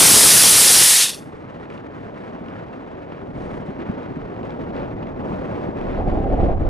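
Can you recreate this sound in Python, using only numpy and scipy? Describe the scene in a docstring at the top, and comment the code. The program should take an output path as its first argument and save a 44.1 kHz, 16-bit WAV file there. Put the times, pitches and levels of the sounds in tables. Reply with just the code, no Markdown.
"""Rocket motor burnout on a windy lakebed

A small rocket motor on a test stand burns out on an open dry lakebed, a few metres from a camera.
Fine noise hisses at the nozzle and coarse noise roars in the plume, both following the chamber pressure;
as the plume shrinks, a delayed copy off the ground hollows the hiss. Then a freshening wind, made of
gusting noise bands, rushes past the microphone and short noise ticks stand for a little grit.
At last the scene fades over to another, windier one with a heavy, lumpy rumble."""
import sys
import numpy as np
from scipy import signal
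from scipy.fft import rfft, irfft, next_fast_len
from scipy.io import wavfile
from scipy.ndimage import uniform_filter1d

SR = 44100
rng = np.random.default_rng(int(sys.argv[2]) if len(sys.argv) > 2 else 0)


def log_audio(samples):
    """Write samples as a 16-bit WAV file to the path given in sys.argv[1]."""
    # one column per channel
    frames = np.atleast_2d(samples).T
    # limit to full scale, then quantise
    limited = np.clip(frames, -1, 1)
    pcm = np.round(limited * 32767).astype(np.int16)
    wavfile.write(sys.argv[1], SR, pcm)


N = 295029
TIME = np.arange(N) / SR
HZ = np.fft.rfftfreq(N, 1 / SR)
TAPER_S = 0.89  # the grain starts to run out

# streaming air, likeness of the two ports: f/Hz, likeness (1 = identical)
AIR_SAME = [(30, 1), (70, .93), (220, .8), (900, 0.94), (3000, 0.85), (7000, 0.82), (11000, .85)]
# streaming air, phase by which the left port leads: f/Hz, phase/rad
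AIR_PHASE = [(80, 0.08), (170, 0.55), (430, 1.52), (900, 1.83), (2000, 1.54), (3000, 1.2), (5000, 0.65),
             (10000, 0.1)]


def gain_of(db):
    """Decibels to amplitude."""
    return 10 ** (np.asarray(db) / 20)


def evened(x):
    """Scales to rms 1."""
    return x / np.sqrt(np.mean(x ** 2) + 1e-20)


def read(points, hz):
    """Reads a frequency table on a log-frequency axis."""
    f, value = np.transpose(points)
    return np.interp(np.log(hz + 1), np.log(f + 1), value)


def since(s):
    """Seconds gone by since a moment, zero before it."""
    return np.maximum(TIME - s, 0)


def swell(start, length, rise_s, fall_s):
    """Attack, hold and release between 0 and 1; a very short one turns back before it reaches 1."""
    rise = (TIME - start) / rise_s
    fall = (start + length - TIME) / fall_s
    return np.clip(np.minimum(rise, fall), 0, 1)


def wander(slow_hz, fast_hz):
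    """Random drift of rms 1, equally strong in each octave between two rates."""
    shape = (HZ > slow_hz) / np.sqrt(HZ + 1) / (1 + (HZ / fast_hz) ** 4)
    return evened(irfft(rfft(rng.standard_normal(N)) * shape, N))


def turbulence(spectrum, likeness, lead=0):
    """Coloured noise at the two microphone ports, partly alike, the left one leading in phase."""
    left, other = rfft(rng.standard_normal((2, N)))
    same = np.clip(likeness, -1, 1)
    right = (same * left + np.sqrt(1 - same ** 2) * other) * np.exp(-1j * lead)
    pair = irfft(np.array([left, right]) * gain_of(read(spectrum, HZ)), N)
    return pair / np.std(pair.mean(0))


def grit(trim_db=-6):
    """Single grains of dust brush softly against the camera: bell-shaped bursts of bright noise."""
    # grain ticks: t/s, peak before trim/dB, half length/s
    ticks = [(1.702, -40, .002), (1.7055, -42, .0015), (1.726, -44, .0008), (1.7444, -48, .004),
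             (1.779, -40.5, .003), (2.485, -40, .002), (3.807, -40, .002), (4.032, -43, .002),
             (4.432, -41, .002), (4.5061, -37, .002), (4.767, -36, .002), (4.82, -42, .0015),
             (4.832, -42, .0015), (5.029, -41, .001), (5.0715, -39, .0012), (5.813, -37, .002),
             (5.96, -41, .002), (6.414, -42, 0.0022)]
    # colour of a tick: f/Hz, level/dB
    tick_colour = [(500, -18), (2500, 15.5), (5000, -5), (9000, -24), (12000, -42), (15000, -64)]
    envelope = sum(gain_of(db + trim_db) * np.exp(-((TIME - s) / half_s) ** 2) for s, db, half_s in ticks)
    return envelope * turbulence(tick_colour, read(AIR_SAME, HZ), read(AIR_PHASE, HZ))


def breeze(force_db, gust_db, bright_db, rush_db=-33.0, hiss_db=-49.0, fizz_db=-77,
           rush_gust_share=0.48, hiss_force_share=0.391, fizz_force_share=0.2523,
           rush_flicker_db=0.85, hiss_flicker_db=1.33, puff_db=0.92, grain_db=2):
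    """Air streams round the camera: a dull rush follows the force, a hiss and thin fizz leap with gusts."""
    # colour of the dull rush: f/Hz, level/dB
    rush_colour = [(15, -35.5), (55, -14.5), (115, -6.5), (250, -3), (340, -4), (450, -5), (600, -7),
                   (900, -13), (1300, -24.5), (2000, -43), (4000, -110)]
    # colour of the hissing eddies: f/Hz, level/dB
    eddy_colour = [(500, -19), (1000, 4.5), (1400, 1.5), (2000, -3.5), (3000, -13), (4500, -24),
                   (7000, -37.5), (11000, -52.5)]
    # colour of the thin fizz: f/Hz, level/dB
    fizz_colour = [(1500, -11), (3500, 4), (5500, 4), (7500, -1.5), (10000, -4.5), (12000, -27),
                   (15500, -50)]
    same, lead = read(AIR_SAME, HZ), read(AIR_PHASE, HZ)
    eddy = wander(8.4, 97)

    rush_level_db = rush_db + force_db + rush_gust_share * gust_db + rush_flicker_db * eddy
    hiss_level_db = hiss_db + hiss_force_share * force_db + gust_db
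    fizz_level_db = fizz_db + fizz_force_share * force_db + gust_db + bright_db
    rush = turbulence(rush_colour, same, lead) * gain_of(rush_level_db)
    hiss = turbulence(eddy_colour, same, lead) * gain_of(hiss_level_db)
    fizz = turbulence(fizz_colour, same, lead) * gain_of(fizz_level_db)

    # the smallest eddies break the treble into fine grain
    flicker_db = hiss_flicker_db * eddy + puff_db * wander(4.4, 29.6) + grain_db * wander(110, 804.3)
    return rush + (hiss + fizz) * gain_of(flicker_db)


def thumps(trim_db=-10, swell_s=0.0081):
    """One large eddy at a time swells against both ports and passes: short bursts of low noise."""
    # single eddies, each peaking half a swell_s after t: t/s, peak before trim/dB
    eddies = [(0.788, -20.5), (1.274, -24.5), (1.357, -32), (1.48, -29), (1.963, -33), (2.01, -25),
              (2.218, -36), (2.345, -20), (2.412, -22), (2.574, -29), (3.157, -29), (3.226, -20.5),
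              (3.291, -21), (3.36, -20), (3.485, -26), (3.595, -20), (3.688, -14), (3.796, -20.5),
              (3.896, -11), (4.11, -22), (4.17, -19), (4.629, -20.5), (4.969, -20), (5.043, -19),
              (5.196, -18.5), (5.333, -21), (5.44, -29), (5.687, -14.5), (6.078, -9), (6.438, -11.5)]
    # colour of a thump: f/Hz, level/dB
    thump_colour = [(20, -22.5), (60, -11), (120, -1.5), (220, 1), (330, -4), (700, -36), (4000, -100)]
    envelope = sum(gain_of(db + trim_db) * np.exp(-((TIME - s) / swell_s - .5) ** 2) for s, db in eddies)
    return envelope * turbulence(thump_colour, read(AIR_SAME, HZ), read(AIR_PHASE, HZ))


def buffeting(force_db, gust_db, push_db, press_db=-42.5, steepness=2.206, gust_share=0.19,
              next_scene_s=5.74, fade_s=0.34, next_scene_db=13.5,
              low_band_s=5.94, low_band_length_s=0.633, low_band_edge_s=0.055, low_band_db=-27.5,
              low_band_rise_db_per_s=7, low_band_gust_share=0.29, low_band_share_db=-15.0,
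              lumps_db=0.74, rumble_surge_share=0.56, low_band_surge_share=1.0, surge_edge_s=0.0093,
              right_db=1.5, breakaway_db=-34, calm_db=1):
    """Eddies strike the ports, the right harder: a lumpy rumble, and hoarse low noise that stops near 900 Hz."""
    # colour of gentle pressing air: f/Hz, level/dB
    gentle_colour = [(10, -15), (30, -4), (60, 0), (110, 2), (170, -1.5), (300, -14.5), (700, -35.5),
                     (4000, -110)]
    # colour of the broken-away rumble: f/Hz, level/dB
    rumble_colour = [(8, -6), (25, 6), (60, 2), (120, -5), (250, -21), (600, -29.5), (1200, -44.5),
                     (8000, -110)]
    # colour of the dull, hoarse low noise: f/Hz, level/dB
    low_band_colour = [(40, -5), (130, -1.5), (300, -0.5), (480, -5.5), (800, -2.5), (880, -13.5),
                       (940, -39), (2000, -48), (8000, -110)]
    # likeness of the ports in a broken flow: f/Hz, likeness (1 = identical)
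    port_likeness = [(30, 0.85), (110, 0.66), (250, 0.72), (500, 0.98), (850, 0.46)]
    # the level jumps up and dips briefly: start/s, length/s, change before each layer's share/dB
    surges = [(5.95, 0.074, 2), (6.025, 0.038, -4), (6.065, 0.021, 4), (6.1, 0.022, -11),
              (6.315, 0.042, 2.5), (6.35, 0.029, -12), (6.425, 0.029, 5), (6.488, 0.02, 3),
              (6.595, 0.041, 6), (6.64, 0.072, 5)]

    # the windier scene fades in and then holds
    next_scene = np.minimum(since(next_scene_s) / fade_s, 1)
    rumble_db = press_db + steepness * force_db + gust_share * gust_db + push_db + next_scene_db * next_scene
    surges_db = sum(db * swell(s, length, surge_edge_s, surge_edge_s) for s, length, db in surges)
    height_db = low_band_db + low_band_rise_db_per_s * since(low_band_s) + low_band_gust_share * gust_db
    height = swell(low_band_s, low_band_length_s, low_band_edge_s, low_band_edge_s) * gain_of(height_db)

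    # gentle air presses softly on both ports alike; a strong flow breaks away at each port on its own
    broken = 1 / (1 + gain_of(2 * (breakaway_db - rumble_db)))
    gentle = turbulence(gentle_colour, read(AIR_SAME, HZ), read(AIR_PHASE, HZ))
    gentle = gentle * (1 - broken) * gain_of(rumble_db + calm_db)

    same = read(port_likeness, HZ)
    rumble = turbulence(rumble_colour, same) * broken
    rumble = rumble * gain_of(rumble_db + rumble_surge_share * surges_db)
    low_band_level = np.hypot(height, broken * gain_of(rumble_db + low_band_share_db))
    low_band = turbulence(low_band_colour, same) * gain_of(low_band_surge_share * surges_db) * low_band_level

    lumps = gain_of(lumps_db * wander(9.4, 80))
    port_gains = gain_of([[-right_db / 2], [right_db / 2]])
    return lumps * (gentle + (rumble + low_band) * port_gains)


def thrust(sag_db_per_s=1.3, taper_db_per_s=29, burnout_s=1.03, collapse_db_per_s=193):
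    """Chamber pressure in dB relative to its start: a slow sag, a taper, a collapse, each adding on."""
    return -sag_db_per_s * TIME - taper_db_per_s * since(TAPER_S) - collapse_db_per_s * since(burnout_s)


def plume(level_db=-21.0, wane_db_per_s=7.0, thrust_share=.5, lift_s=0.98, lift_loss_db_per_s=45,
          billow_db=1.5, crackle_db=1.6, bass_hz=500, shorten_s=0.79, bass_loss_db_per_s=70):
    """Large eddies roar, wide and ragged, and fade with the thrust; as the plume shortens, bass goes first."""
    # colour of the roar: f/Hz, level/dB
    roar_colour = [(15, -35), (25, -12), (54, -11), (129, 1), (332, 1), (476, 1.5), (1500, -3.5),
                   (1950, -32), (3300, -120)]
    # phase by which the left port leads: f/Hz, phase/rad
    roar_phase = [(110, 0.08), (250, 0.45), (600, 1.2), (900, 1.1), (1500, 0), (2500, 0.038)]
    # likeness of the two ports: f/Hz, likeness (1 = identical)
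    roar_likeness = [(70, 0.88), (130, 0.97), (250, 0.55), (520, 0.32), (900, 0.52), (1500, 0.51)]
    roar = turbulence(roar_colour, read(roar_likeness, HZ), read(roar_phase, HZ))
    bass = irfft(rfft(roar) / (1 + (HZ / bass_hz) ** 4), N)
    crackle = (roar - bass) * gain_of(crackle_db * wander(58, 402))
    roar = crackle + bass * gain_of(-bass_loss_db_per_s * since(shorten_s))
    fade_db = -wane_db_per_s * TIME - lift_loss_db_per_s * since(lift_s) + thrust_share * thrust()
    return roar * gain_of(level_db + fade_db + billow_db * wander(8, 59.4))


def nozzle(burn_db=-8, spurt_s=0.012, dying_sputter_db=1, ground_s=.00111, echo=.42, spent_at_db=7,
           shrink_db=11, sway_db=0.48, pivot_hz=7000, patchy_db=1.0):
    """Fine jet turbulence sways in brightness; as pressure falls it narrows, sputters and gains an echo."""
    # colour of the hiss at full pressure: f/Hz, level/dB
    hiss_colour = [(590, -35), (1000, -20), (1790, -6.5), (2420, -7), (5460, -1.5), (6950, -3), (9690, 1.6),
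                   (10700, 0.5), (12900, -10), (14800, -18), (15500, -15.5)]
    # part of the hiss that the ports do not share: f/Hz, level/dB
    unshared = [(1000, 0.5), (1600, -2), (2300, -6), (3400, -23), (7000, -20), (10000, -37.5),
                (15000, -40.5)]
    # how the failing pressure recolours the hiss: f/Hz, change when spent/dB
    spent_colour = [(500, -13), (900, -1), (1400, 0.5), (2000, 2.5), (3300, 7.5), (5000, 3.5), (7000, 0.7),
                    (10000, -1.5), (12000, -1.5), (15000, -3.5)]
    # the last scraps of fuel flare up: t/s, lift/dB
    spurts = [(1.033, 0.62), (1.096, 4.4), (1.147, 3.7), (1.185, 1.4)]
    apart = np.minimum(gain_of(read(unshared, HZ)), 1)
    hz, t, z = signal.stft(turbulence(hiss_colour, np.sqrt(1 - apart ** 2)), SR, nperseg=512)

    # both go from 0 at full pressure to 1
    shrunk = 1 - np.exp(-(thrust() / shrink_db) ** 2)
    spent = 1 - np.exp(-(thrust() / spent_at_db) ** 2)
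    narrowing_db = np.outer(read(spent_colour, hz), np.interp(t, TIME, spent))

    # treble and bass seesaw about the pivot
    tilt = np.tanh(2 * np.log2((hz + 1) / pivot_hz))
    sway = np.outer(tilt, np.interp(t, TIME, wander(6, 50)))
    # small patches in time and pitch, the same at both ports
    patches = uniform_filter1d(rng.standard_normal(z.shape[1:]), size=5, axis=0)
    patches = evened(uniform_filter1d(patches, size=4, axis=1))
    z = z * gain_of(narrowing_db + sway_db * sway + patchy_db * patches)
    hiss = signal.istft(z, SR, nperseg=512)[1][:, :N]

    # one sharp ground echo
    strength = echo * shrunk
    bounced = irfft(rfft(hiss) * np.exp(-2j * np.pi * HZ * ground_s), N)
    hiss = (hiss + strength * bounced) / np.sqrt(1 + strength ** 2)

    spurts_db = sum(db * np.exp(-((TIME - s) / spurt_s) ** 2) for s, db in spurts)
    sputter_db = dying_sputter_db * shrunk * wander(60, 500)
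    return hiss * gain_of(burn_db + thrust() + spurts_db + sputter_db)


def drawn_in(pair, narrow_db_per_s=90):
    """As the jet shortens to a point at the nozzle, both ports come to hear the same sound."""
    middle = pair.mean(0)
    return middle + (pair - middle) * gain_of(-narrow_db_per_s * since(TAPER_S))


def lakebed(x, scatter_db=-35, t60=0.49):
    """The cracked ground ahead scatters a faint, short noise tail, with one response for both ports."""
    t = TIME[:SR // 2]
    tail = rng.standard_normal(len(t)) * gain_of(-60 * t / t60)
    tail = tail[None] / np.linalg.norm(tail)
    return x + gain_of(scatter_db) * signal.fftconvolve(x, tail, axes=1)[:, :N]


def scene(gust_rise_s=.025, gust_fall_s=.065):
    """The motor over the lakebed, and the wind at the camera, windier at the end."""
    # the wind freshens: t/s, force/dB
    wind_force = [(1, -9), (1.3, -6.5), (2.1, -4), (3.17, -4), (3.44, -1), (4.15, -1.5), (4.75, 1.5),
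                  (5.12, 1), (5.25, 2.5), (5.9, 3), (6.68, 3.5)]
    # gusts and lulls at full swell: start/s, length/s, strength/dB, brightness/dB, push on the ports/dB
    gusts = [(1.105, 0.2, -0.5, 6, 7), (1.248, 0.22, .5, 6, 8), (1.47, 0.217, 2.9, 1.5, 4),
             (1.674, .15, 4, 5, -4), (1.926, 0.201, 2, 2, 7), (2.15, 0.25, 3, 3, -11),
             (2.298, .1, -0.5, -3, 0), (2.457, 0.213, 3.5, -1, -1), (2.71, 0.087, 4, -1, -6),
             (2.887, 0.077, 2, -3, 2), (3.07, 0.13, 3, -6, -8), (3.253, 0.13, -3.5, 5.5, 10),
             (3.35, 0.29, 3.5, 6, 7.5), (3.64, .085, 3.5, 7, -5), (3.777, 0.17, 4, -3, -1),
             (3.923, 0.2, 3.5, -3.5, -3), (4.171, 0.15, 1, -0.5, 9), (4.4, 0.17, 2.5, .5, 1),
             (4.587, 0.075, 5.5, 1.5, -5), (4.728, 0.16, 5.5, -5.5, 0), (4.94, 0.058, -11, 5, 13),
             (4.97, 0.13, 2, -11, -1), (5.12, 0.068, -7, -2, 16), (5.233, 0.22, 3, 4, 0),
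             (5.428, 0.27, 3.5, 2.5, -5), (5.771, 0.26, 4.5, -1, 0), (6.054, .18, 3.5, 0, -1),
             (6.25, 0.068, 0, 0, -6), (6.3, 0.27, 3, -.5, 1), (6.528, 0.091, -9, 0, 3.5)]
    force_db = np.interp(TIME, *np.transpose(wind_force))
    gust_db, bright_db, push_db = sum(
        np.outer([db, bright, push], swell(s, length, gust_rise_s, gust_fall_s))
        for s, length, db, bright, push in gusts)
    wind = grit() + breeze(force_db, gust_db, bright_db) + thumps() + buffeting(force_db, gust_db, push_db)
    motor = lakebed(plume() + drawn_in(nozzle()))
    return wind + motor


def record(dry, headroom=1.9, ceiling=.95, hardness=6, edge_hz=15450):
    """Overload squashes the boosted treble first and then rounds the peaks; a steep low-pass follows."""
    size = next_fast_len(N + SR) // 2 * 2
    treble_lift = [(7000, 0), (9200, 10), (11000, 10), (13500, 0)]  # f/Hz, boost/dB
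    boost = gain_of(read(treble_lift, np.fft.rfftfreq(size, 1 / SR)))
    boosted = irfft(rfft(dry, size) * boost, size)
    hot = headroom * np.tanh(boosted / headroom)
    squashed = irfft(rfft(hot) / boost, size)[:, :N]  # the boost is undone
    rounded = squashed / (1 + abs(squashed / ceiling) ** hardness) ** (1 / hardness)
    low_pass = signal.firwin(511, edge_hz, window=("kaiser", 9), fs=SR)
    return signal.oaconvolve(rounded, low_pass[None], "same")


dry = scene()
out = record(dry)
log_audio(out)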